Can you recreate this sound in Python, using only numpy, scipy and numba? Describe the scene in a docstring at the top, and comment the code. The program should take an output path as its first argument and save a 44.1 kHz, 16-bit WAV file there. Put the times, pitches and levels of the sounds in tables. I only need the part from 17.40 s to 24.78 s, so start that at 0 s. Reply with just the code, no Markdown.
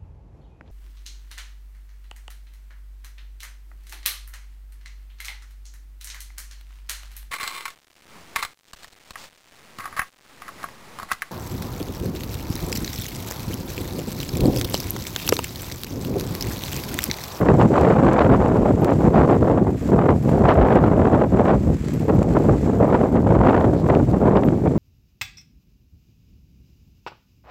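"""Headwind buffets a microphone riding on a dog sled over packed snow in open country.
Eddies (small whirls of air) at the microphone's opening make a rumble that gets brighter and louder
with the airspeed, with slow thumps, dry pops and overload on the hardest hits. Underneath, the runners
hiss and scrape, snow crust ticks, and metal snaps on the harness lines clink.
Faint, very high pings sparkle in the background, and one sharp click sounds close by."""
import sys
import numpy as np
from scipy import signal
from scipy.fft import rfft, irfft, next_fast_len
from scipy.io import wavfile
from scipy.ndimage import uniform_filter1d, minimum_filter1d
from numba import njit

SR = 44100
rng = np.random.default_rng(int(sys.argv[2]) if len(sys.argv) > 2 else 0)


def wav_record(signal):
    """Record a signal, one row per channel, as 16-bit PCM in the file named by sys.argv[1]."""
    frames = np.transpose(np.atleast_2d(signal))
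    bounded = np.clip(frames, -1, 1)
    # unit amplitude maps onto the largest positive 16-bit level
    quanta = np.round(bounded * 32767).astype(np.int16)
    wavfile.write(sys.argv[1], SR, quanta)


N = 325458
TIME = np.arange(N) / SR

# The gusts, as how fast eddies pass the opening (faster air, more eddies): time_s, eddy_rate_hz
GUSTS = [(0.0, 810), (0.28, 660), (0.37, 754), (0.85, 960), (1.13, 627), (1.64, 610), (1.79, 817),
         (2.14, 622), (2.47, 308), (2.6, 840), (2.72, 700), (2.8, 407), (3.035, 583), (3.06, 895),
         (3.52, 750), (3.93, 654), (4.11, 833), (4.165, 367), (4.42, 257), (4.59, 343), (4.79, 498),
         (5.28, 458), (5.54, 797), (5.68, 533), (5.98, 675), (6.17, 963), (6.27, 560), (6.4, 388),
         (6.53, 685), (6.66, 370), (6.97, 696), (7.12, 430), (7.38, 416)]
# How the sound of the glide rises and falls, in relative levels: time_s, hiss_db, spray_db
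GLIDE = [(0.0, -53.5, -63), (0.35, -51.5, -62), (0.55, -55.5, -66), (1.2, -57, -65), (1.58, -54, -62.5),
         (2.26, -60, -67.5), (2.46, -51.5, -59), (2.62, -61.5, -67.5), (2.86, -54, -59.5),
         (3.07, -56.5, -66), (3.19, -59.5, -65), (4.11, -58, -67.5), (4.5, -51, -59.5), (4.7, -55, -63.5),
         (5.3, -54.5, -64.5), (5.45, -57, -64.5), (5.9, -58.5, -67.5), (6.4, -58, -66), (7.38, -59, -67.5)]
# The tone of runners sliding on snow: pitch_hz, level_db
RUNNER_TONE = [(150, 24), (750, 8), (1200, 11), (2100, 9.5), (3200, 1), (5000, -0.5), (6500, 0),
               (7700, 4.5), (8400, -10), (10000, -39)]
# The tone of thrown powder snow: pitch_hz, level_db
POWDER_TONE = [(2000, 6), (6000, -3), (9000, 0), (11500, 0), (14000, -2.5), (16000, -7)]


def from_db(db):
    """Turn decibels into a number to multiply a sound by."""
    return 10 ** (np.asarray(db) / 20)


def rms_one(x):
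    """Scale a signal so that its average size (rms) is 1."""
    return x / np.sqrt(np.mean(x ** 2) + 1e-20)


def in_time(rows):
    """Join the rows of a time table with straight lines, giving one curve per value column."""
    times_s, *columns = np.transpose(rows)
    return [np.interp(TIME, times_s, column) for column in columns]


def drift(rate_hz):
    """A smooth random wobble of size 1 that changes about rate_hz times a second."""
    r = np.exp(-2 * np.pi * rate_hz / SR)
    return rms_one(signal.lfilter([1], [1, -2 * r, r * r], rng.standard_normal(N + SR))[SR:])


def noise(tone):
    """Noise shaped by a table of pitch_hz, level_db."""
    hz, db = np.transpose(tone)
    size = next_fast_len(N)
    bins_hz = np.maximum(np.fft.rfftfreq(size, 1 / SR), 1)
    gain = from_db(np.interp(np.log(bins_hz), np.log(hz), db))
    return irfft(rfft(rng.standard_normal(size)) * gain, size)[:N]


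def keep_side(x, hz, side, order):
    """Keep the "low" or "high" side of hz; a higher order cuts more steeply."""
    return signal.sosfilt(signal.butter(order, hz, side, fs=SR, output="sos"), x + 1e-18)


@njit
def moving_lowpass(x, corner_hz, damping):
    """Soften the treble above a corner pitch that moves from sample to sample."""
    out, band_state, low_state = np.empty(len(x)), 0., 0.
    for i in range(len(x)):
        g = np.tan(np.pi * corner_hz[i] / SR)
        band = (band_state + g * (x[i] - low_state)) / (1 + g * (g + damping))
        out[i] = low_state + g * band
        band_state, low_state = 2 * band - band_state, 2 * out[i] - low_state
    return out


def strikes(rows):
    """One click for each row of start_s, level_db."""
    start_s, level_db = np.transpose(rows)
    return np.bincount(np.clip(start_s * SR, 0, N - 1).astype(int), from_db(level_db), N)


def scatter(per_s):
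    """Clicks at random times, with random heights up to 1."""
    return rng.random(N) * (rng.random(N) < per_s / SR)


def tails(clicks, decay_s):
    """Give each click a tail that dies away."""
    return signal.lfilter([1], [1, -np.exp(-1 / (decay_s * SR))], clicks + 1e-18)


def ring(clicks, hz, ring_s):
    """Each click starts a pure tone that fades by 60 dB in ring_s."""
    r, w = np.exp(-np.log(1000) / (ring_s * SR)), 2 * np.pi * hz / SR
    return signal.lfilter([0, np.sin(w)], [1, -2 * r * np.cos(w), r * r], clicks + 1e-18)


def swell(middle_s, half_length_s, edge=2):
    """A smooth rise to 1 and back; a larger edge gives a flatter top and steeper sides."""
    return np.exp(-.5 * np.minimum(np.abs(TIME - middle_s) / half_length_s, 10) ** edge)


def high_sparkle(count=16, pings_per_s=4.0, level_db=-60, pulse_hz=2.7, pulse_db=6.0):
    """Faint, very high pings at random times and pitches, pulsing and louder as the high hiss rises."""
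    _, spray_db = in_time(GLIDE)
    pulse = np.sin(2 * np.pi * (pulse_hz * TIME + rng.random()))
    loudness = from_db(level_db + spray_db - spray_db.mean() + pulse_db * pulse)
    pitches_hz = rng.normal(12900, 650, count)
    return sum(ring(loudness * scatter(pings_per_s), hz, ring_s=.035) for hz in pitches_hz)


def harness_snaps(gain_db=-25.5, slide_s=.008):
    """Metal snaps slide briefly on their rings, and the rubbing makes them clink."""
    # When a snap touches, and how hard: start_s, level_db
    touches = [(0.0044, -42), (1.4067, -45), (2.8285, -44), (4.5341, -44), (4.5944, -49), (4.6359, -50),
               (4.6744, -52), (4.7421, -48), (4.9856, -55), (5.4784, -50), (7.0439, -44)]
    # The tones a snap rings with: pitch_hz, level_db, ring_s
    snap_tones = [(10900, -6, .015), (12100, -9.5, .02), (12650, 5, 0.03), (13150, -12, .04),
                  (13600, 3, .022), (14100, -6.5, .015)]
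    slides = tails(strikes(touches), slide_s)
    contact = from_db(gain_db) * keep_side(slides, 120, "low", order=1)   # builds up over 1-2 ms
    return sum(ring(from_db(db) * contact * rng.standard_normal(N), hz, ring_s)
               for hz, db, ring_s in snap_tones)


def snow_crust(powder_db=-8.5, runner_db=-1.0, crumbs_per_s=7, crumb_db=-43):
    """Breaking crust ticks through the powder and through the runner; crumbs break in between."""
    # The crust snapping under the runners: start_s, level_db
    cracks = [(0.4115, -31), (0.6494, -40), (0.7327, -31), (0.8524, -45), (3.3553, -35), (4.4842, -32),
              (4.789, -38), (4.829, -32), (6.2437, -41), (6.336, -39), (6.7131, -38)]
    breaks = strikes(cracks) + from_db(crumb_db) * scatter(crumbs_per_s)
    crunch = from_db(powder_db) * noise(POWDER_TONE) + from_db(runner_db) * noise(RUNNER_TONE)
    return tails(breaks, decay_s=0.0025) * crunch


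def runner_scrapes(runner_hz=4300):
    """Harder snow rubs a runner and makes it sound in a broad band around one pitch."""
    # Patches of harder snow: middle_s, half_length_s, level_db
    patches = [(0.39, .04, -54), (4.48, .02, -54), (6.39, 0.024, -52)]
    rubbing = rms_one(ring(rng.standard_normal(N), runner_hz, ring_s=0.0023))
    return rubbing * sum(from_db(db) * swell(middle_s, half_s) for middle_s, half_s, db in patches)


def runner_hiss(gain_db=6.5, hiss_grain_db=1.7, spray_grain_db=2.5, hiss_lump_db=0.9, spray_lump_db=1.0):
    """Countless crystals break under the runners; grains and lumps roughen the hiss and powder spray."""
    hiss_db, spray_db = in_time(GLIDE)
    grains, lumps = drift(130), drift(18)
    hiss = from_db(hiss_db + hiss_lump_db * lumps + hiss_grain_db * grains) * noise(RUNNER_TONE)
    spray = from_db(spray_db + spray_lump_db * lumps + spray_grain_db * grains) * noise(POWDER_TONE)
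    return from_db(gain_db) * (hiss + spray)


def close_click(relax_hz=500):
    """A sudden step in pressure fades within a millisecond: one sharp click."""
    # The pressure step: start_s, level_db
    step = [(1.4465, -11)]
    return tails(strikes(step), decay_s=1 / (2 * np.pi * relax_hz))


def eddy_pops(dull_hz=4500, small_per_s=10, small_db=-30):
    """Eddies burst on the opening with a dry, dull crackle; small random ones grow with the gusts."""
    # The bigger bursts: start_s, level_db
    big_pops = [(0.0867, -11), (0.2045, -25), (0.7926, -15), (0.8485, -28), (3.0842, -21), (3.3545, -25),
                (3.9959, -19), (6.0114, -32), (6.551, -18.5), (6.9691, -12.5), (7.035, -17), (7.0863, -19)]
    # The tone of a burst: pitch_hz, level_db
    pop_tone = [(200, 1.5), (800, 14.5), (1500, 7.5), (2500, 4.5), (4000, -11.5), (6000, -15), (9000, -32)]
    eddy_hz, = in_time(GUSTS)
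    small_pops = from_db(small_db) * (eddy_hz / eddy_hz.mean()) ** 2 * scatter(small_per_s)
    crackle = tails(strikes(big_pops) + small_pops, decay_s=0.0015) * noise(pop_tone)
    return keep_side(crackle, dull_hz, "low", order=4)


def eddy_thumps(half_length_s=0.015):
    """A big eddy rocks the microphone's thin membrane for two or three slow swings."""
    # The biggest, slowest eddies: middle_s, level_db, pitch_hz
    big_eddies = [(1.222, -18, 54.7), (3.224, -10.5, 53.3), (6.07, -23, 52)]
    thumps = np.zeros(N)
    for middle_s, level_db, pitch_hz in big_eddies:
        swing = np.sin(2 * np.pi * (pitch_hz * (TIME - middle_s) + rng.random()))
        thumps += from_db(level_db) * swell(middle_s, half_length_s) * swing
    return thumps


def airflow(top_db=-13.5, levels_off_hz=545, growth_power=2.6,
            swirl_share=0.076, swirl_db=1.21, flutter_share=0.22, flutter_db=3.5):
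    """Airspeed sets the wind's eddy rate and level: gusts, lulls, buffets, slow swirl and fast flutter."""
    # The wind drops for an instant: middle_s, share_of_airspeed_left
    lulls = [(0.168, 0.74), (0.297, 0.71), (0.895, 0.65), (1.36, 0.55), (1.571, 0.64), (1.696, 0.62),
             (1.981, 0.61), (2.389, 0.57), (2.781, 0.59), (3.566, .72), (3.892, 0.39), (4.21, 0.89),
             (4.39, 0.75), (4.565, 0.99), (5.186, 0.65), (5.817, 0.84)]
    # Single large eddies hit the opening: middle_s, half_length_s, airspeed_factor, extra_db
    buffets = [(0.212, 0.013, 1.5, 4), (0.36, 0.014, 1.65, 1), (0.421, 0.02, 1.13, 1.5),
               (0.865, 0.0062, 1.16, 8), (0.901, 0.007, 1.47, 4), (1.063, 0.0068, 1.37, -0.5),
               (1.382, .011, 1.84, -3.5), (1.5, 0.016, 1.3, 2), (1.679, 0.008, 1.2, 7.5),
               (1.96, 0.0069, 1.32, 5), (2.026, 0.0075, 0.94, 11), (2.106, 0.012, 1.4, 3),
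               (2.221, 0.012, 0.72, 8), (2.557, 0.016, 0.96, 1.5), (2.688, 0.0052, 1.2, 3),
               (2.888, 0.0081, 2, -1), (3.104, 0.015, 1.56, 1.5), (3.185, 0.01, 1.07, 13),
               (3.363, 0.0052, 0.98, 11), (3.806, 0.044, 1.24, 2.5), (3.999, 0.0092, 1.1, 5),
               (4.31, .028, 1.31, 5), (4.697, 0.011, 2, 0), (4.821, 0.004, 1.26, 6),
               (4.965, .011, 1.53, 2.5), (5.102, .012, 1.06, 8), (5.425, 0.0081, 0.96, 6),
               (5.772, .01, 1.65, 1.5), (6.01, 0.0051, 1.15, 6), (6.07, 0.0074, 1.21, 3.5),
               (6.503, 0.0091, 1.37, 5), (6.754, .018, 1.4, 1), (6.86, 0.0086, 1.35, 0),
               (6.966, 0.0086, 1.16, 9), (7.075, 0.018, 0.85, 8.5), (7.264, 0.011, 2.04, 1.5)]
    eddy_hz, = in_time(GUSTS)
    push_db = 0
    for middle_s, share_left in lulls:
        eddy_hz *= share_left ** swell(middle_s, half_length_s=0.025, edge=2.44)
    for middle_s, half_length_s, airspeed_factor, extra_db in buffets:
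        bump = swell(middle_s, half_length_s)
        eddy_hz *= airspeed_factor ** bump
        push_db += extra_db * bump
    # the rumble grows with the eddy rate, then levels off
    level_db = top_db - 10 * np.log10(1 + (levels_off_hz / eddy_hz) ** growth_power)
    # the flow flips between clinging to the surface and tearing away
    swirl, flutter = np.tanh(2 * drift(14)), np.tanh(drift(100))
    eddy_hz *= np.exp(swirl_share * swirl + flutter_share * flutter)
    level_db += push_db + swirl_db * swirl + flutter_db * flutter
    return eddy_hz, level_db


def bass_heave(pressure, below_hz=190, rate_hz=12, depth_db=3.0):
    """The largest eddies come and go by themselves, so the bass rises and falls on its own."""
    bass = keep_side(pressure, below_hz, "low", order=2)
    bass = keep_side(bass[::-1], below_hz, "low", order=2)[::-1]   # a backward pass undoes the delay
    heave = from_db(depth_db * np.tanh(drift(rate_hz)))
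    return pressure + bass * (heave - 1)


def wind_rumble(lowest_hz=38):
    """Churning air rumbles up to about the eddy rate; above it, friction in the air kills small eddies."""
    # How the microphone's opening lets wind pressure through: pitch_hz, level_db
    opening_tone = [(20, -30), (36, -23), (50, -4.5), (80, -3), (150, 0), (280, -1.5), (520, -1),
                    (1000, -1.5), (2000, -3), (5000, -1)]
    eddy_hz, level_db = airflow()
    eddy_hz = np.clip(eddy_hz, 50, 5000)
    pressure = moving_lowpass(noise(opening_tone), 0.8 * eddy_hz, damping=1.58)
    pressure = moving_lowpass(pressure, 1.79 * eddy_hz, damping=2.22)
    # brighter noise holds more power: even that out before setting the level
    pressure = from_db(level_db) * rms_one(pressure / np.sqrt(eddy_hz))
    return keep_side(bass_heave(pressure), lowest_hz, "high", order=3)


def scene():
    """Wind and sled add up in one channel; open snow gives no echo."""
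    air = wind_rumble() + eddy_thumps() + eddy_pops()
    sled = runner_hiss() + runner_scrapes() + snow_crust() + harness_snaps()
    return (air + sled + high_sparkle() + close_click())[None]


def record(dry, ceiling=.71, hold_s=0.004, cutoff_hz=15900):
    """A fast limiter turns down peaks that pass the ceiling; then the highest treble is cut."""
    span = 2 * int(hold_s * SR / 2) + 1
    needed_gain = ceiling / np.maximum(np.abs(dry), ceiling)
    held_gain = minimum_filter1d(needed_gain, 2 * span)
    smooth_gain = uniform_filter1d(uniform_filter1d(held_gain, span), span)
    treble_cut = signal.ellip(12, .1, 80, cutoff_hz, fs=SR, output="sos")
    return signal.sosfilt(treble_cut, dry * smooth_gain)


dry = scene()
out = record(dry)
wav_record(out)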